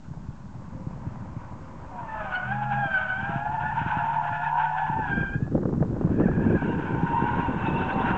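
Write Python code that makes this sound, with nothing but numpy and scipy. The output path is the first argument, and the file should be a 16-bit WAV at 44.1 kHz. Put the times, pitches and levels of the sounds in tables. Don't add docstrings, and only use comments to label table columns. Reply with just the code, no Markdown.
import sys
import numpy as np
from scipy import signal
from scipy.fft import rfft, irfft, next_fast_len
from scipy.io import wavfile

SR = 44100
rng = np.random.default_rng(int(sys.argv[2]) if len(sys.argv) > 2 else 0)


def unload_audio(sound):
    columns = np.transpose(np.atleast_2d(sound))
    steps = np.round(np.clip(columns, -1, 1) * 32767)
    wavfile.write(sys.argv[1], SR, steps.astype(np.int16))


def voltage_ratio(level):
    return 10 ** (np.asarray(level, float) / 20)


N = 360297

# time in seconds, buffeting in dB.
WIND = [(0.3, -61.5), (1.09, -52.5), (2.07, -54), (3.0, -65), (3.48, -53), (4.84, -78), (4.99, -30.5),
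        (5.04, -45), (5.23, -35), (5.29, -49), (5.36, -38.5), (5.5, -47.5), (5.56, -24), (5.67, -34.5),
        (6.56, -28), (7.4, -37.5), (7.59, -32.5), (8.17, -34.5)]
# frequency in Hz, density in dB per Hz.
BUFFET_COLOUR = [(18, -49.5), (30, -14), (126, -5), (302, -9), (802, -21), (922, -32), (1080, -28),
                 (1740, -40), (2550, -70.5), (3500, -81.5), (4550, -101), (7700, -120)]
# start in seconds, peak in dB.
EDDIES = [(0.106, -29), (0.282, -27), (0.748, -26.5), (0.866, -21.5), (1.065, -22), (1.363, -26),
          (2.854, -24.5), (3.225, -25), (3.293, -22), (3.356, -22), (3.812, -22.5), (3.859, -21),
          (3.967, -21.5), (4.31, -27), (4.896, -22), (5.208, -18.5), (5.353, -18.5), (5.421, -18.5),
          (5.546, -22), (5.65, -16), (5.774, -21), (5.81, -13.5), (6.044, -11), (6.112, -16.5),
          (6.209, -14), (6.255, -9.5), (6.532, -15), (7.03, -14), (7.539, -25), (8.104, -16)]
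# start in seconds, peak in dB.
SNAPS = [(5.475, -31), (5.549, -37), (5.576, -25.5), (5.63, -26), (5.653, -20), (5.688, -25), (5.803, -27),
         (5.825, -17), (5.912, -43), (5.964, -25.5), (6.01, -23.5), (6.07, -25.5), (6.113, -27.5),
         (6.212, -17), (6.283, -19)]
RUMBLE_DB, RUMBLE_FOLLOWS = -39.5, 0.41
CLUSTER_DB, CLUSTER_S = 2.5, 0.16
SWAY_DB = -10
EDDY_HZ, EDDY_OCTAVES_PER_DB, EDDY_SCATTER = 135, .025, .15

# time in seconds, rolling in dB, scrubbing in dB.
RUBBER = [(0.0, -61, -90), (0.04, -57.5, -81), (1.91, -49.5, -77.5), (2.25, -42.5, -59), (2.37, -43, -49),
          (2.48, -45.5, -58.5), (3.09, -52, -51.5), (3.39, -53, -57.5), (3.89, -45, -50.5),
          (5.05, -54.5, -55), (5.21, -55, -55.5), (5.35, -58, -71.5), (5.58, -63, -86.5),
          (6.1, -56.5, -69.5), (6.78, -52, -56.5), (8.17, -33, -50.5)]
# frequency in Hz, density in dB per Hz.
ROLLING_COLOUR = [(180, -10), (300, -19.5), (476, -21), (528, -6.5), (638, -5), (694, -11.5), (950, 1.5),
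                  (1150, -6), (1550, -16), (2170, -20.5), (3670, -37), (4770, -69.5), (8070, -120)]
# frequency in Hz, density in dB per Hz.
SCRUB_COLOUR = [(600, -27), (800, -6.5), (1000, -10.5), (1200, -20), (1500, -2), (1750, -13.5),
                (2050, -25.5), (2500, -19), (3200, -26.5), (4500, -47.5), (6500, -31.5)]
# time in seconds, level in dB.
TREAD = [(.5, -73), (.8, -55), (1.3, -71), (1.7, -59), (1.95, -55)]
# time in seconds, frequency in Hz.
TREAD_HZ = [(.5, 537), (1.95, 539)]

# time in seconds, slip rate in Hz, level in dB.
FRONT = [(1.85, 927, -60), (1.99, 975, -38), (2.25, 956, -58.5), (2.5, 990, -57), (3.05, 915, -46.5),
         (3.7, 925, -35), (4.58, 952, -30.5), (5.0, 925, -33.5), (5.3, 945, -57)]
# time in seconds, slip rate in Hz, level in dB, rasp in dB.
FRONT_AGAIN = [(6.3, 927, -60, -83), (6.45, 918.6, -45.5, -72), (6.67, 936.5, -40.5, -54),
               (6.88, 907.3, -41, -65.5), (7.15, 929.6, -26.5, -52.5), (7.4, 950, -27.5, -51),
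               (7.56, 913, -42.5, -54), (7.68, 906, -34, -43), (8.16, 932.7, -30.5, -45)]
# time in seconds, change in dB.
FRONT_SWELLS = [
    (2.71, 7),
    (4.07, 6),
    (4.36, -7),
    (4.58, 2.5),
]

# time in seconds, share of the loaded tyre's slip rate, level in dB.
INNER = [(1.9, 0.85, -39.5), (2.1, 0.72, -47.5), (2.2, 0.76, -38), (2.3, .84, -49), (3.65, .837, -37.5),
         (3.9, 0.82, -44), (4.36, .82, -40.5), (4.9, 0.9, -34), (5.4, .87, -64)]
# time in seconds, change in dB.
INNER_SWELLS = [(2.55, -3), (2.95, 2), (3.17, -6.5), (3.53, 2), (3.76, -7.5), (4.05, 3), (4.6, 2)]
INNER_BITE_DB, INNER_BITE_FOLLOWS = -46.5, 0.21
# from and to, in seconds.
INNER_BITES_S = (2.08, 5.38)

# time in seconds, slip rate in Hz, level in dB, bite (2nd partial over 1st) in dB.
REAR = [(2.0, 900, -41, -17.5), (2.18, 866.5, -29.5, -6), (2.3, 733, -36, 1), (2.46, 739.6, -39, 7),
        (2.56, 821.4, -31, -6.5), (2.81, 821, -28, -7), (2.98, 752, -43, 17), (3.1, 753.6, -39, 12),
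        (3.33, 816.7, -34, -6), (3.74, 879, -33, -5.5), (3.9, 850.5, -32, -11), (5.02, 865.7, -34, -7.5),
        (5.13, 800.2, -46, 13.5), (5.28, 790.3, -53, 19.5), (5.47, 845.7, -65.5, 14.5),
        (6.2, 839.6, -56.5, 13.5), (6.95, 765.7, -54, 10), (8.16, 754, -36.5, -11)]
# time in seconds, 1st partial change in dB, 2nd partial change in dB.
GRABS = [(2.24, -6, -7), (2.66, -2.5, -8), (2.87, 0, 4), (3.01, -1, -5), (3.2, -1.5, 3), (3.54, 6, -7),
         (3.85, -1, -10), (4.16, 8, -3), (4.45, -1, 8), (4.64, 4.5, -6), (4.82, 1.5, 5.5),
         (4.96, -0.5, -11), (5.07, 5, 7), (6.61, 5, 4), (7.13, -2, -13), (7.3, -3, 9.5), (7.98, 6, -9)]
# from and to in seconds, pitch spread as a share.
RAGGED = [
    (3.6, 4.6, .024),
    (6.0, 7.5, .038),
]
# time in seconds, 2nd partial in dB.
CHIRP = [
    (2.31, -40),
    (2.36, -25.5),
    (2.39, -41),
]
# from and to, in seconds.
STRAIGHT_S = (5.49, 6.16)
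GRAB_S, SAG_HZ_PER_DB = .06, 2
CLEAN_SLIP = .012
RASP_DB, RASP_FOLLOWS, RAGGED_RASP_DB = -59, .65, 3

# open and shut in seconds, 5th order in dB, top speed in cycles per second, climb in seconds.
THROTTLE = [
    (2.442, 2.841, -34, 26.6, .11),
    (3.078, 4.974, -41, 30.3, .55),
]
# order of the cycle, level under the 5th in dB.
WEAK_ORDERS = [(3, -17), (4, -28), (6, -18.5)]
EIGHTH_DB, EIGHTH_FADE_DB = -4, 8
COAST_CYCLES, COAST_DB = 24.3, -51.5
OPEN_S, SPIN_DOWN_S = .1, .1

# frequency in Hz, density in dB per Hz.
HISS_COLOUR = [(60, -3.5), (4000, 1), (7400, 0.5), (8000, -4.5), (8800, -22)]
HISS_DB = -68.5
# frequency in Hz, level in dB.
WHINE = [(6665, -86.5)]
MICROPHONE_TOP_HZ = 3540
CEILING = .36
OFFSET = -.0051


def rms_one(x):
    return x / np.sqrt(np.mean(x ** 2) + 1e-20)


def in_time(rows):
    s, *columns = np.transpose(rows)
    t = np.arange(N) / SR
    gate = np.clip(np.minimum(t - s[0], s[-1] + .04 - t) / .04, 0, 1)
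    return [np.interp(t, s, c) for c in columns] + [gate]


def bumps(rows, width=GRAB_S):
    s, *columns = np.transpose(rows)
    coarse = np.arange(0, N + 64, 64)
    bells = np.exp(-.5 * ((coarse[:, None] / SR - s) / width) ** 2)
    return [np.interp(np.arange(N), coarse, bells @ c) for c in columns]


def held(start, end, edge):
    t = np.arange(N) / SR
    return np.clip(np.minimum(t - start, end - t) / edge + .5, 0, 1)


def drift(rate):
    r = np.exp(-40 * np.pi * rate / SR)
    slow = signal.lfilter([1], [1, -2 * r, r * r], rng.standard_normal(N // 20 + 2002))[2000:]
    return np.interp(np.arange(N) / 20, np.arange(len(slow)), rms_one(slow))


def coloured(spectrum):
    hz, level_db = np.transpose(spectrum)
    size = next_fast_len(N)
    grid = np.maximum(np.arange(size // 2 + 1) * SR / size, 1)
    shape = voltage_ratio(np.interp(np.log(grid), np.log(hz), level_db, left=-120, right=-120))
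    return rms_one(irfft(rfft(rng.standard_normal(size)) * shape, size)[:N])


def band(x, low_hz, high_hz):
    return signal.sosfilt(signal.butter(2, [low_hz, high_hz], "band", fs=SR, output="sos"), x)


def squeal(rate, partials, wobble, flutter_db, rasp=.024):
    turns = np.cumsum(rate * (1 + wobble * (drift(89.6) + .22 * drift(11)))) / SR
    grip = drift(15)
    out = 0
    for k, db in partials:
        smear = (k > 2) * np.cumsum(rate * rasp * drift(110)) / SR
        level = voltage_ratio(db + flutter_db * (grip + 0.97 * drift(53)))
        out = out + level * np.sin(2 * np.pi * k * (turns + smear))
    return np.sqrt(2) * out


def wind():
    buffet_db, _ = in_time(WIND)
    crowding = bumps([(s, 1) for s, db in EDDIES], CLUSTER_S)[0]
    rumble_db = RUMBLE_DB + RUMBLE_FOLLOWS * (buffet_db + 34.5)
    rumble_db += CLUSTER_DB * np.minimum(crowding, 2)
    lumps, air = drift(26), coloured(BUFFET_COLOUR)
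    low = band(band(rng.standard_normal(N), 63, 216), 31, 270)
    rumble = voltage_ratio(rumble_db + 3.5 + 2.0 * lumps) * rms_one(low)
    body = voltage_ratio(buffet_db + 3.5 + 3.7 * lumps) * rms_one(band(air, 146.4, 555))
    flare_db = 0.51 * (buffet_db + 31) - 45.5 + 1.2 * lumps + 6.98 * drift(200)
    flare = voltage_ratio(flare_db) * rms_one(band(air, 500, 5100))
    sway_db = .7 * (rumble_db + 40) - 37 + SWAY_DB + 3.0 * drift(5)
    sway = voltage_ratio(sway_db) * rms_one(band(rng.standard_normal(N), 20, 55))
    return rumble + body + flare + sway


def rubber():
    rolling_db, scrub_db, _ = in_time(RUBBER)
    rolling = voltage_ratio(rolling_db + 1.5 + 1.2 * drift(1.5)) * coloured(ROLLING_COLOUR)
    grain_db = 3.26 * drift(12) + 0.45 * drift(70)
    return rolling + voltage_ratio(scrub_db + 15 + grain_db) * coloured(SCRUB_COLOUR)


def eddies():
    out = np.zeros(N + SR)
    for s, peak_db in EDDIES:
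        at = int(s * SR)
        octaves = EDDY_OCTAVES_PER_DB * (peak_db + 24) + EDDY_SCATTER * rng.standard_normal()
        low_hz = EDDY_HZ * 2 ** octaves
        for hz, db in ((low_hz, -3), (1.966 * low_hz, -10)):
            turns = np.arange(int(5 / hz * SR)) / SR * hz
            swell = (turns / 0.74) ** 2 * np.exp(2 - 2 * turns / 0.9)
            swing = np.sin(2 * np.pi * (turns + rng.random()))
            out[at:at + len(turns)] += voltage_ratio(peak_db + db) * swell * swing
    return out[:N]


def tread_hum():
    hum, gate = in_time(TREAD)
    return gate * squeal(in_time(TREAD_HZ)[0], [(0.98, hum)], wobble=0.0253, flutter_db=2.5)


def front_tyres():
    rate, first, gate = in_time(FRONT)
    first = first + bumps(FRONT_SWELLS)[0]
    out = gate * squeal(rate, [(0.98, first - 2.5)], wobble=0.0301, flutter_db=2.0)
    out += gate * squeal(1.06 * rate, [(0.95, first - 8)], wobble=0.03754, flutter_db=5.0)
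    rate, first, third, gate = in_time(FRONT_AGAIN)
    partials = [(1, first - 2.5), (2.01, first - 25), (2.92, third - 1.0)]
    out += gate * squeal(rate, partials, wobble=.019, flutter_db=2.4, rasp=.013)
    for share in (.9, 1.1):
        partials = [(1, first - 11), (3.55, third - 13)]
        out += gate * squeal(share * rate, partials, wobble=0.027, flutter_db=2.5, rasp=.06)
    return out


def inner_rear_tyre():
    share, first, gate = in_time(INNER)
    first = first + bumps(INNER_SWELLS, width=0.088)[0]
    second = INNER_BITE_DB + INNER_BITE_FOLLOWS * (first + 43) + 2.4 * drift(5.1)
    second = second - 16 * (1 - held(*INNER_BITES_S, 0.1))
    partials = [(1, first - 1.5), (2, second)]
    return gate * squeal(share * in_time(REAR)[0], partials, wobble=0.015, flutter_db=3.0)


def rear_slip():
    rate, level, bite, gate = in_time(REAR)
    sing, grab = bumps(GRABS)
    sliding = gate * (1 - held(*STRAIGHT_S, 0.065))
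    return rate - SAG_HZ_PER_DB * grab, level + sing, level + bite + grab, sliding


def loaded_rear_tyre():
    ragged = CLEAN_SLIP
    for start, end, spread in RAGGED:
        ragged = ragged + (spread - CLEAN_SLIP) * held(start, end, .2)
    rate, first, second, gate = rear_slip()
    bite = 1.4 * (second + 28)
    third = RASP_DB + RASP_FOLLOWS * (second + 40) + .5 * np.minimum(first + 52, 0)
    third = third + RAGGED_RASP_DB * np.minimum(ragged / CLEAN_SLIP - 1, 1)
    partials = [(1, first - 1.5), (2, second - 1.5), (3, third), (4, bite - 53), (6, bite - 68)]
    return gate * squeal(rate, partials, wobble=ragged, flutter_db=2.5)


def engine():
    t, out = np.arange(N) / SR, 0
    for on, off, fifth_db, top, climb in THROTTLE:
        rise = 1 - np.exp(-np.maximum(t - on, 0) / climb)
        fall = np.exp(-np.maximum(t - off, 0) / SPIN_DOWN_S)
        revs = COAST_CYCLES + (top - COAST_CYCLES) * rise * fall
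        turns = 2 * np.pi * np.cumsum(revs * (1 + 0.0025 * drift(4.3))) / SR
        eighth_db = fifth_db + EIGHTH_DB - EIGHTH_FADE_DB * np.maximum(revs - 26, 0)
        drone = voltage_ratio(fifth_db + 1.5 * drift(5)) * np.sin(5 * turns)
        drone += voltage_ratio(eighth_db + 2 * drift(5)) * np.sin(8 * turns)
        for k, db in WEAK_ORDERS:
            drone += voltage_ratio(fifth_db + db + 4.0 * drift(6.4)) * np.sin(k * turns)
        coasting = voltage_ratio(COAST_DB) * held(on - .35, on, OPEN_S) * np.sin(8 * turns)
        out = out + np.sqrt(2) * (held(on, off, OPEN_S) * drone + coasting)
    return out


def chirp():
    bite, gate = in_time(CHIRP)
    partials = [(2, bite), (3, bite - 20), (4, bite - 14), (6, bite - 25)]
    return gate * squeal(rear_slip()[0], partials, wobble=.018, flutter_db=2.5, rasp=.025)


def snaps():
    s, peak_db = np.transpose(SNAPS)
    strikes = np.zeros(N)
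    strikes[(s * SR).astype(int)] = voltage_ratio(peak_db + 8.0)
    fade = np.exp(-1 / (0.0029 * SR))
    swell = signal.lfilter([1 - fade], [1, -2 * fade, fade * fade], strikes)
    return swell * rms_one(band(coloured(BUFFET_COLOUR), 250, 2500))


def scene():
    tyres = rubber() + tread_hum() + front_tyres() + inner_rear_tyre() + loaded_rear_tyre() + chirp()
    air = wind() + eddies() + snaps()
    return (tyres + engine() + air)[None]


def band_limit(x):
    return signal.sosfilt(signal.butter(12, 8870, fs=SR, output="sos"), x)


def record(dry):
    rounded = CEILING * np.tanh(dry / CEILING)
    dull = signal.sosfilt(signal.butter(4, MICROPHONE_TOP_HZ, fs=SR, output="sos"), rounded)
    t = np.arange(N) / SR
    whine = sum(np.sqrt(2) * voltage_ratio(db) * np.sin(2 * np.pi * hz * t) for hz, db in WHINE)
    hiss = voltage_ratio(HISS_DB) * coloured(HISS_COLOUR)
    return band_limit(dull + hiss + whine + OFFSET)


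dry = scene()
out = record(dry)
unload_audio(out)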